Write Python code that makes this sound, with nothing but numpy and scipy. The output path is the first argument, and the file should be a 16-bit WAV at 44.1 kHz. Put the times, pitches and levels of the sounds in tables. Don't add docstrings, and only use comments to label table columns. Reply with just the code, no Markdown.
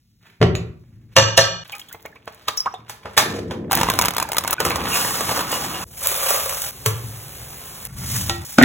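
import sys
import numpy as np
from scipy import signal
from scipy.fft import rfft, irfft, next_fast_len
from scipy.io import wavfile
from scipy.ndimage import uniform_filter1d

SR = 44100
rng = np.random.default_rng(int(sys.argv[2]) if len(sys.argv) > 2 else 0)


def undo_db(level):
    steps = np.asarray(level, float) / 20
    return 10 ** steps


def generate_wav(sig):
    pcm = np.round(np.clip(np.atleast_2d(sig).T, -1, 1) * 32767).astype(np.int16)
    wavfile.write(sys.argv[1], SR, pcm)


N = 381024

CUTS = [
    0,
    .837,
    1.637,
    3.7,
    4.542,
    5.842,
    6.712,
    7.874,
    8.445,
    8.7,
]
ALIKE = [.6, .4, .5, .3, .9, 1., 1., 1., .9]

# [t/s, level/dB]
QUIET = [
    [(.2, -76), (.27, -57), (.4, -77)],
    [(.84, -87), (1.08, -93), (1.14, -54)],
]
OIL = [(1.64, -54), (1.76, -51.5), (2.0, -75), (2.24, -70), (2.32, -57), (2.55, -51.5), (2.82, -72),
       (2.95, -59), (3.16, -55)]
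FLAME = [(3.21, -28), (3.3, -32), (3.5, -58), (3.698, -75.5)]
BAG = [
    [(3.7, -41), (3.76, -26), (3.95, -35.5), (4.04, -29), (4.13, -54.5), (4.22, -37), (4.28, -49.5),
     (4.4, -44.5), (4.54, -37)],
    [(4.545, -55.5), (4.59, -43.5), (4.68, -29), (4.74, -37.5), (4.88, -33.5)],
]
POUR = [(4.88, -24), (4.97, -17.5), (5.14, -23.5), (5.36, -25), (5.45, -33.5), (5.53, -23), (5.77, -33),
        (5.84, -30)]
SIZZLE = [(5.845, -55.5), (5.93, -37), (6.08, -19), (6.15, -24.5), (6.31, -17.5), (6.4, -22.5), (6.66, -25),
          (6.71, -32)]
FRY = [(6.715, -38.5), (7.872, -35)]
SLIDE = [
    [(7.876, -50), (7.98, -35), (8.12, -21.5), (8.22, -23), (8.36, -38.5), (8.443, -47)],
    [(8.447, -34), (8.5, -31.5), (8.58, -35)],
]

COLOUR_HZ = [50, 110, 250, 500, 1000, 2000, 4500, 9000, 15500]
HUM = [-7, -1.5, -13, -19.5, -14, -10, -21, -31, -28]
KNOCK = [-25, -5.5, -11.5, -7, -14, -15.5, -15, -31, -33]
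CLANK = [-4, 4.5, -10, -9, -5.5, -13, -4, -19, -30.5]
SPLASH = [-14, -11, -11.5, -1.5, 5, 3, 5, -1.5, -2]
TICK = [-40, -40, -35, -30, -25, -18, -10, -4, 0]
SNAP = [-20, 4.5, -11.5, 1.5, -1, -6, -10, -17, -22]
ROAR = [-12.5, -6.5, -1, 7.5, -5, -10, -30.5, -42, -49]
FILM = [-13, -9, -7.5, -2.5, 4, -5, -2.5, -3.5, -5]
HISS = [-6, -7, -18.5, -7, -5, -10.5, -6, -2, -2]
RUSTLE = [5, 7, -5, -12, -8, -11.5, -26.5, -26.5, -28.5]
DRUM = [-21, -5.5, 6, -16.5, -11.5, -10, -13, -25, -31.5]

# [t/s, level/dB; where they vary: treble share/dB, crack length/ms]
JAR_BLOWS = [
    (0.228, -49.5, -6),
    (0.268, -48.5, -9.5),
    (0.304, -51.5, -9),
    (0.415, -0.5, -23),
    (0.427, 1, -24.5),
    (0.552, -13, -11),
]
POT_BLOWS = [
    (1.165, -1, -22, 5.8),
    (1.173, -3, -26, 8),
    (1.184, -3, -28.5, 8),
    (1.198, -7, -26, 8),
    (1.224, -15, -26, 8),
    (1.284, -16, -32.5, 8),
    (1.376, -1, -17, 10),
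    (1.388, -6, -22, 10),
    (1.409, -11, -22, 10),
]
OIL_SLAPS = [(1.678, -35, 7.5), (1.721, -21, -10.5), (1.752, -23, -21.5), (1.796, -21, -16),
             (1.888, -29.5, -8), (1.927, -23, -3), (1.947, -23.5, -69), (2.022, -37, 0, 16),
             (2.054, -20.5, -37), (2.158, -37, -36), (2.277, -12, -33), (2.483, -2, -27),
             (2.573, -16.5, -6), (2.599, -16, -10), (2.659, -20, -33.5), (2.74, -25, -28.5)]
LEVER = [
    (2.896, -19.5, -11.5),
    (3.056, -17.5, -28),
    (3.177, 7, -14.5),
    (3.51, -16, -22.5),
]
CREASES = [(3.712, -8, -16), (3.7192, -2), (3.73, 0.98, -10.5), (3.7519, 3, 0), (3.7732, -2),
           (3.8126, -1.8, -17.5), (3.832, -2, -17.5), (3.8878, -4.5, -26), (3.9003, 0), (3.9377, -8),
           (3.955, -15, -6), (3.9893, 2), (4.0135, 0.98), (4.0214, 0), (4.05, -7), (4.0565, 2),
           (4.0834, -1), (4.1071, -8), (4.1663, -3.5), (4.137, -16, -14), (4.148, -16, -10),
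           (4.182, -2, -14), (4.2, -6, -12), (4.2268, -3), (4.3185, -5.5), (4.289, -15, -10),
           (4.332, -7, -10), (4.409, -16, -12), (4.438, -13, -12), (4.3468, -15.5, -2.5), (4.368, -2.8),
           (4.3831, 2.5), (4.4483, -9.5, -16.5), (4.4772, -4), (4.5081, -4, 1)]
TUMBLES = [(4.5293, 5, -6), (4.6029, 1, -12), (4.651, 1.5, -8), (4.664, -4, -14, 16), (4.7002, -7, -0.5),
           (4.7584, -1.5, -12), (4.886, -14, -3.5), (4.945, -6.5, 4), (5.0482, -6, -20),
           (5.1064, -11.5, -3), (5.1723, -9, -0.5), (5.2078, -2, -15.5), (5.2924, -6, -22),
           (5.314, -5, -20), (5.3749, -5, -15), (5.3917, -4, -16), (5.409, -6, -13), (5.5174, -5, -5),
           (5.528, -5, -18)]
SPITS = [(6.0717, 2, -1.5), (6.115, -9, -15), (6.5705, -13, -14), (6.6194, -9, -5), (6.6664, -16.5, -18.5),
         (7.852, -12.5, -4.5)]
SIEVE_KNOCKS = [(6.016, -22.5), (6.061, -16), (6.116, -14.5), (6.175, -12.5), (6.224, -14), (6.262, -21),
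                (6.305, -4.5), (6.339, -15.5), (6.373, -15), (6.46, -14), (6.525, -21.5)]
SIEVE_BLOW = [
    (6.861, 2.5, -18),
    (6.882, -15, -8.5),
]
PLATE_BLOW = [
    (8.296, -3, -10.0),
]
TUB_BLOWS = [
    (8.585, 11, -25.5),
    (8.613, 4.5, -37.5),
    (8.618, -6.5, -28.5),
    (8.626, 7, -14.5),
    (8.634, 8.5, -31.5),
]
# [t/s, level/dB]
OIL_TICKS = [(1.7265, -33), (1.7659, -29), (1.7828, -28), (1.8133, -32), (1.8234, -39), (1.9285, -22),
             (1.9704, -48), (2.0073, -40), (2.0268, -37), (2.0602, -24), (2.0814, -44), (2.1166, -51),
             (2.1525, -46), (2.2474, -51), (2.2568, -38), (2.3017, -45), (2.3251, -40), (2.3466, -34),
             (2.3805, -48), (2.4224, -42), (2.5336, -32)]
# [t/s, level/dB, f/Hz]
BAG_BUMPS = [(3.697, -20, 659), (3.711, -10, 810), (3.73, -8, 813), (3.78, -8, 824), (3.813, -8, 964),
             (3.867, -14, 961), (3.886, -7, 1080), (3.907, -11, 1090), (3.936, -13, 627), (3.996, -8, 1010),
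             (4.019, -11, 1030), (4.049, -11, 939), (4.086, -21, 966), (4.142, -27, 1080),
             (4.148, -26, 1200), (4.182, -14, 969), (4.203, -16, 923), (4.222, -13, 1060), (4.25, -18, 918),
             (4.288, -21, 861), (4.297, -21, 630), (4.318, -18, 921), (4.345, -16, 937), (4.369, -14, 1280),
             (4.409, -23, 1090), (4.438, -17, 1200), (4.454, -15, 937), (4.478, -20, 1510),
             (4.509, -21, 958), (4.528, -20, 1310)]
POUR_BUMPS = [(4.581, -16, 1520), (4.602, -10, 458), (4.65, -13, 1260), (4.663, -10, 810),
              (4.725, -13, 1100), (4.757, -10, 1110), (4.782, -15, 851), (4.847, -22, 452),
              (4.849, -20, 1080), (4.878, -23, 1140), (4.888, -22, 856), (4.927, -22, 1100),
              (4.987, -21, 899), (5.004, -18, 999), (5.047, -12, 972), (5.107, -14, 1120),
              (5.141, -16, 1340), (5.167, -19, 988), (5.207, -12, 1160), (5.246, -19, 1170),
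              (5.291, -13, 964), (5.314, -10, 482), (5.341, -17, 1100), (5.367, -15, 1150),
              (5.375, -12, 544), (5.392, -10, 1080), (5.406, -13, 1340), (5.446, -23, 1350),
              (5.471, -24, 1320), (5.497, -26, 1300), (5.51, -20, 1090), (5.528, -15, 1310),
              (5.571, -19, 544), (5.623, -18, 810), (5.643, -19, 821), (5.75, -26, 969), (5.761, -24, 942),
              (5.799, -23, 824), (5.827, -23, 1150)]
# [t/s, level/dB, f/Hz, t60/s]
PINGS = [(0.552, -32, 6820, 0.16), (1.725, -29, 2470, 0.14), (1.722, -31, 3050, .08),
         (1.74, -36, 1250, .15), (1.728, -38.5, 814, 0.34), (2.576, -13, 5350, 0.079),
         (2.603, -11, 5200, 0.053), (2.574, -19, 5750, .12), (2.574, -22, 6500, .05),
         (2.725, -36, 5700, .05), (2.745, -38, 3600, .15), (1.885, -42, 3400, .12), (4.915, -23, 2780, .5),
         (4.93, -24, 2520, .4), (5.522, -24, 2870, .2), (5.74, -30, 2850, .25), (2.777, -41, 115, .8),
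         (7.031, -29, 108, 0.92)]
# [t/s, level/dB, f/Hz, t60/s, pitch rise/share]
BUBBLES = [(1.91, -45, 1300, .03, .6), (1.815, -36, 3200, .03, .06), (2.659, -17, 950, .04, .3),
           (2.739, -24, 730, .07, .04), (2.058, -36, 2100, .03, .15), (2.124, -44, 1700, .03, .1),
           (1.73, -34, 2200, .03, .2), (2.16, -46, 2200, .02, .2)]

# [f/Hz, level/dB, t60/s]
TABLE = [(57.5, -15, 1), (83.7, -6, 0.23), (115, -3, 0.4), (173.7, 1, 0.3), (227.3, -15, 0.45),
         (286.6, -18.5, 0.48), (379, -7, 0.55), (426.5, -7.5, 0.35)]
POT = [(110, -14, 2.2), (167, -19, .6), (544, -4.5, .13), (910, -11, .15), (1145, -13, .4), (1763, -4, .1),
       (1965, -17, .15), (2840, -5, .13), (3580, -10, .15), (4290, -10, .3), (4870, -12, .3),
       (5830, -7, .22), (6280, -9, .18), (7400, -16, .25)]
GRATE = [(650, -3, .1), (1300, -13, .6), (1583, -14, .6), (1770, -18, .8), (2420, -16, .6), (2920, -15, .9),
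         (3300, -16, .6), (3600, -17, .8), (4300, -15, .9), (5100, -15, .6), (5500, -16, .6),
         (5900, -13, .8), (6350, -15, .6), (7350, -19, .6)]
STOVE = [(110, -14.5, 0.6), (802, 8, 0.053), (1000, 7.5, 0.019), (1214, 4, 0.08), (1790, -9.5, 0.49)]
FULL_POT = [(451, -19.5, 0.15), (559.5, -4, 0.11), (1157, -8.5, 0.17), (1260, -12, 0.068)]
SHAKEN_STOVE = [(108, -4, 0.35), (170, -16, .12), (448, -7.5, 0.068), (1167, -15, 0.25), (6500, -29, 0.11)]
PLATE = [(345, -2, .6), (775, -3, .5), (1340, -4, .4), (1900, -3, .9), (3305, -14, .15), (4070, -12, .25)]
TUB = [(272, 1, 0.043), (564, -12, 0.04), (696, -5, 0.021), (1470, -6, 0.021), (1903, -4, 0.016)]

# [f/Hz, t60/s]
KITCHEN = [(100, 0.83), (400, 0.48), (1500, 0.51), (4000, 0.34), (9000, 0.25), (16000, 0.25)]
# [f/Hz, share 0-1]
SAME = [(200, .96), (700, .5), (1500, .2), (3000, .1), (4200, .9), (16000, .9)]
# [f/Hz, angle/rad]
PORT_TURN = [(0, 0), (200, .1), (800, .7), (1300, .7), (2200, -.7), (3500, -1.2), (4800, -3.2),
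             (22050, -29.3)]
# [f/Hz, level/dB]
RIGHT_PORT = [(300, -1.2), (1200, 1.5), (2500, 3), (4000, 0)]


def evened(x):
    return x / np.sqrt(np.mean(x ** 2) + 1e-20)


def smoothed(x, size):
    return uniform_filter1d(uniform_filter1d(x, size), size)


def read(points, hz):
    f, value = np.transpose(points)
    return np.interp(np.log(hz + 1), np.log(f + 1), value)


def shade(colour, hz):
    return undo_db(read(list(zip(COLOUR_HZ, colour)), hz)) * (hz < 16300)


def tinted(x, gain):
    size = next_fast_len(x.shape[-1] + 2048)
    return irfft(rfft(x, size) * gain(np.fft.rfftfreq(size, 1 / SR)), size)[..., :x.shape[-1]]


def add(mix, s, sound):
    cut = CUTS[np.searchsorted(CUTS, s, "right")]
    part = mix[round(s * SR):round(cut * SR)][:len(sound)]
    part += sound[:len(part)]


def wobble(t, beat, depth):
    slow = np.cos(2 * np.pi * (9 + 70 * beat ** 2) * t + 6 * beat)
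    return 1 + depth * np.cos(2 * np.pi * (22 + 40 * beat) * t) * slow


def bed(rows, colour, grains_per_s, spread_db, share, clump_db, body_db, rumble_db, body_follow=1, rumble_follow=0):
    s, busy_db = np.transpose(rows)
    lull = busy_db - busy_db.max()
    levels = busy_db, body_db + body_follow * lull, rumble_db + rumble_follow * lull
    t = np.arange(s[0], s[-1], 1 / SR)
    hiss, draw = rng.standard_normal(len(t)), rng.random(len(t))
    size, drift = rng.exponential(1, len(t)), rng.standard_normal(len(t))
    clumps = undo_db(clump_db * evened(smoothed(drift, 400)))
    clicks = undo_db(spread_db * np.minimum(size, 4)) * (draw < grains_per_s / SR)
    grains = hiss * signal.lfilter([1], [1, -.94], clicks)
    share = np.clip(share, 0, 1)
    drive = clumps * (np.sqrt(1 - share) * hiss + np.sqrt(share) * evened(grains))
    fizz = tinted(drive, lambda hz: shade(colour, hz) / (1 + (4000 / (hz + 1)) ** 6))
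    body = tinted(drive * clumps[::-1],
                  lambda hz: shade(colour, hz) / (1 + (hz / 4000) ** 6) / (1 + (300 / (hz + 1)) ** 4))
    rumble = tinted(hiss, lambda hz: shade(colour, hz) / (1 + (hz / 300) ** 4))
    layers = zip((fizz, body, rumble), levels)
    return s[0], sum(evened(x) * undo_db(np.interp(t, s, db)) for x, db in layers)


def blows(rows, colour, body=(), ring_db=0., crack_db=0., ms=8.4, throb=1.0, swell=0.44, twin=0.0062,
          spike=2.2, vary=0):
    out, clock = np.zeros(N), np.arange(SR // 2) / SR
    usual_db = np.mean([row[2] for row in rows if len(row) > 2] or [0])
    for s, db, *own in rows:
        treble_db, own_ms = (own or [usual_db])[0], own[1:]
        noise, jitter = rng.standard_normal(4096), rng.random((len(body), 2))
        since, length = clock[:4096] - .01, max((own_ms or [ms])[0], .2) / 1000
        after = np.exp(-since / length) + spike * np.exp(-9 * abs(since) / length)
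        before = swell * np.exp(np.minimum(since, 0) / (.45 * length))
        shape = np.where(since > 0, after, before)
        slope = np.clip(treble_db - usual_db, -18, 18) / 1.9
        crack = tinted(noise * shape, lambda hz: shade(colour, hz) * undo_db(slope * np.log2((hz + 200) / 2000)))
        add(out, s - .01, undo_db(db + crack_db) * crack / abs(crack).max())
        for (hz, mode_db, t60), (louder, beat) in zip(body, jitter):
            t, hz = clock[clock < 2 * t60], hz * (1 + vary * (beat - louder))
            splits = 0, 1 + beat, -1 - 2 * louder
            trio = sum(np.sin(2 * np.pi * hz * (1 + twin * off) * t) for off in splits) / 2
            ring = trio * undo_db(db + ring_db + mode_db + 4 * (louder - .5) - 60 * t / t60)
            ring = ring * wobble(t, beat, throb * (hz > 300))
            add(out, s + 0.0021 * beat, ring * np.minimum(t * hz, 1) * np.linspace(1, 0, len(t)))
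    return out


def bumps(rows, t60, level_db, pair_db):
    out, t = np.zeros(N), np.arange(2600) / SR
    for (s, db, hz), (longer, above) in zip(rows, rng.random((len(rows), 2))):
        turns = hz * (t - 1.5 * t ** 2)
        tone = np.sin(2 * np.pi * turns) + undo_db(pair_db) * np.sin(2 * np.pi * turns * (1.4 + above))
        fade_db = 60 * t / (t60 * (.7 + .6 * longer))
        add(out, s, tone * undo_db(db + level_db - fade_db) * np.minimum(t / .0025, 1))
    return out


def echoes(alike):
    taps = np.zeros((2, SR // 2))
    at = np.arange(120, SR // 2 - 20, 20) + rng.integers(0, 20, (2, (SR // 2 - 121) // 20))
    np.put_along_axis(taps, at, rng.choice([-1., 1.], at.shape), 1)
    hz, t, z = signal.stft(taps, SR, nperseg=256)
    same = np.clip(np.where(hz > 1000, alike, 1) * read(SAME, hz), 0, 1)[:, None]
    z = np.array([z[0], same * z[0] + np.sqrt(1 - same ** 2) * z[1]])
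    tail = signal.istft(z * undo_db(-60 * t / read(KITCHEN, hz)[:, None]), SR, nperseg=256)[1]
    return tail / np.linalg.norm(tail[0])


def kitchen_hum():
    hum = bed([(0, -68.5), (2.9, -70.5)], HUM, 50, 3., .02, 1.5, -82, -57)[1]
    return np.resize(hum, N)


def jar(beds):
    add(beds, *bed(QUIET[0], HUM, 100, 3., .1, 2.5, body_db=-49.5, rumble_db=-69.5, body_follow=1.1))
    return blows(JAR_BLOWS, KNOCK, TABLE, ring_db=-12.0, crack_db=1.5, ms=10.5, swell=.05, twin=0.0285)


def pot(beds):
    add(beds, *bed(QUIET[1], HUM, 100, 3., .05, 1.5, body_db=-56.5, rumble_db=-42.5, body_follow=.4))
    clank = blows(POT_BLOWS, CLANK, POT, ring_db=-9, crack_db=3, twin=0.006, spike=1.1)
    return clank + blows(POT_BLOWS[::6], CLANK, GRATE, ring_db=-7, crack_db=-20, throb=.5, twin=.005)


def pings_and_bubbles():
    out, t = np.zeros(N), np.arange(SR // 3) / SR
    for s, db, hz, t60, *climb in PINGS + BUBBLES:
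        rise = sum(climb)
        turns = np.cumsum(hz * (1 + rise * np.minimum(t / .025, 1))) / SR
        held = np.maximum(t - .065 * rise, 0)
        waver = .6 * evened(smoothed(rng.standard_normal(len(t)), 60))
        tone = np.sin(2 * np.pi * turns + waver) * wobble(t, rng.random(), .5)
        fade = undo_db(db - 60 * held / t60) * np.linspace(1, 0, len(t))
        add(out, s, tone * fade * np.minimum(t * hz / 2, 1))
    return out


def oil(beds):
    add(beds, *bed(OIL, SPLASH, 300, 4., 0.45, 3.5, body_db=-46.5, rumble_db=-55.5, body_follow=.7))
    slaps = blows(OIL_SLAPS, SPLASH, ms=8.0, crack_db=-2, spike=.9)
    return slaps + blows(OIL_TICKS, TICK, crack_db=1, ms=1.5, swell=.2)


def burner(beds):
    add(beds, *bed(FLAME, ROAR, 600, 4.4, 0.13, 6.9, body_db=-32.5, rumble_db=-28, body_follow=0.33))
    return blows(LEVER, SNAP, STOVE, ring_db=-26.5, spike=1.4, ms=20.5)


def bag(beds):
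    for rows in BAG:
        add(beds, *bed(rows, FILM, 700, 4., .6, 2.5, body_db=-22, rumble_db=-22.5,
                       body_follow=0.75, rumble_follow=0.99))
    creases = blows(CREASES, FILM, crack_db=-0.5, ms=4.0, swell=0.08, spike=1.4)
    return creases + bumps(BAG_BUMPS, .028, level_db=0, pair_db=-8)


def pour(beds):
    add(beds, *bed(POUR, FILM, 1200, 3.9, 0.2, 1.5, body_db=-24, rumble_db=-34.5, body_follow=.55))
    tumbles = blows(TUMBLES, FILM, FULL_POT[1:], ring_db=-20, crack_db=-6, twin=.04, spike=1.1)
    return tumbles + bumps(POUR_BUMPS, .03, level_db=-1.5, pair_db=-8)


def plate(beds):
    add(beds, *bed(SLIDE[0], RUSTLE, 1200, 3.3, 0.21, 2.2, body_db=-35.5, rumble_db=-25.5,
                   body_follow=0.66, rumble_follow=0.36))
    return blows(PLATE_BLOW, CLANK, PLATE, ring_db=-28.0, crack_db=0.0, throb=0.14, twin=0.00094)


def tub(beds):
    add(beds, *bed(SLIDE[1], RUSTLE, 1200, 4., .35, 2., body_db=-46.5, rumble_db=-45.5))
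    return blows(TUB_BLOWS, DRUM, TUB, ring_db=-9.5, crack_db=-10.0)


def sieve_blow():
    return blows(SIEVE_BLOW, HISS, SHAKEN_STOVE, ring_db=-17, crack_db=-3, twin=.012)


def frying(beds):
    add(beds, *bed(SIZZLE, HISS, 1500, 3.1, 0.27, 2.1, body_db=-24, rumble_db=-42, body_follow=1.26))
    add(beds, *bed(FRY, HISS, 1500, 3.1, 0.33, 0.4, body_db=-43, rumble_db=-39.5))
    spits = blows(SPITS, HISS, crack_db=1.0, ms=0.99)
    return spits + blows(SIEVE_KNOCKS, HISS, FULL_POT, ring_db=-8.5, throb=0.45, twin=.008, vary=.04)


def scene():
    beds = kitchen_hum()
    sources = [(jar(beds), -5.5), (pot(beds), -7.5), (oil(beds), -10.5), (pings_and_bubbles(), -16.5),
               (burner(beds), -6.0), (bag(beds), -17.0), (pour(beds), -9.5), (frying(beds), -5.5),
               (sieve_blow(), -3.0), (plate(beds), -6.5), (tub(beds), -5.0)]
    close = sum(sound for sound, _ in sources)
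    out = np.zeros((2, N))
    for start, end, alike in zip(CUTS, CUTS[1:], ALIKE):
        shot = slice(round(start * SR), min(round(end * SR), N))
        near = close[shot] + 0.66 * beds[shot]
        far = sum(undo_db(db) * sound[shot] for sound, db in sources) + 0.36 * beds[shot]
        out[:, shot] = near + signal.fftconvolve(far[None], echoes(alike), axes=1)[:, :len(near)]
    return out


def thinned(pair, under_db, flicker_db):
    z = signal.stft(np.array([pair[0] + pair[1], pair[0] - pair[1]]) / 2, nperseg=2048)[2]
    power = np.add.reduceat(abs(z) ** 2, np.arange(0, 1025, 12), axis=1)
    power = np.repeat(power, 12, axis=1)[:, :1025]
    limit_db = under_db + flicker_db * rng.standard_normal((2, 1, z.shape[2]))
    weak = power < power[::-1] * undo_db(2 * limit_db)
    weak[:, :140] = False
    loudness = power.sum((0, 1))
    weak &= loudness < 3.4 * np.roll(loudness, 1)
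    total, diff = signal.istft(z * ~weak, nperseg=2048)[1][:, :N]
    return np.array([total + diff, total - diff])


def low_pass(x):
    return signal.sosfilt(signal.butter(12, 16420, fs=SR, output="sos"), x)


def record(dry):
    hz = np.arange(0, SR // 2 + 1, 10)
    turn = np.interp(hz, *np.transpose(PORT_TURN))
    right = tinted(dry[1], lambda f: undo_db(read(RIGHT_PORT, f)) * np.exp(1j * np.interp(f, hz, turn)))
    pair = tinted(np.array([dry[0], right]), lambda f: 1 / np.sqrt(1 + (55 / (f + 1)) ** 6))
    mix = np.clip(thinned(pair, under_db=-8.5, flicker_db=1.6), -1, 1)
    return low_pass(mix)


dry = scene()
out = record(dry)
generate_wav(out)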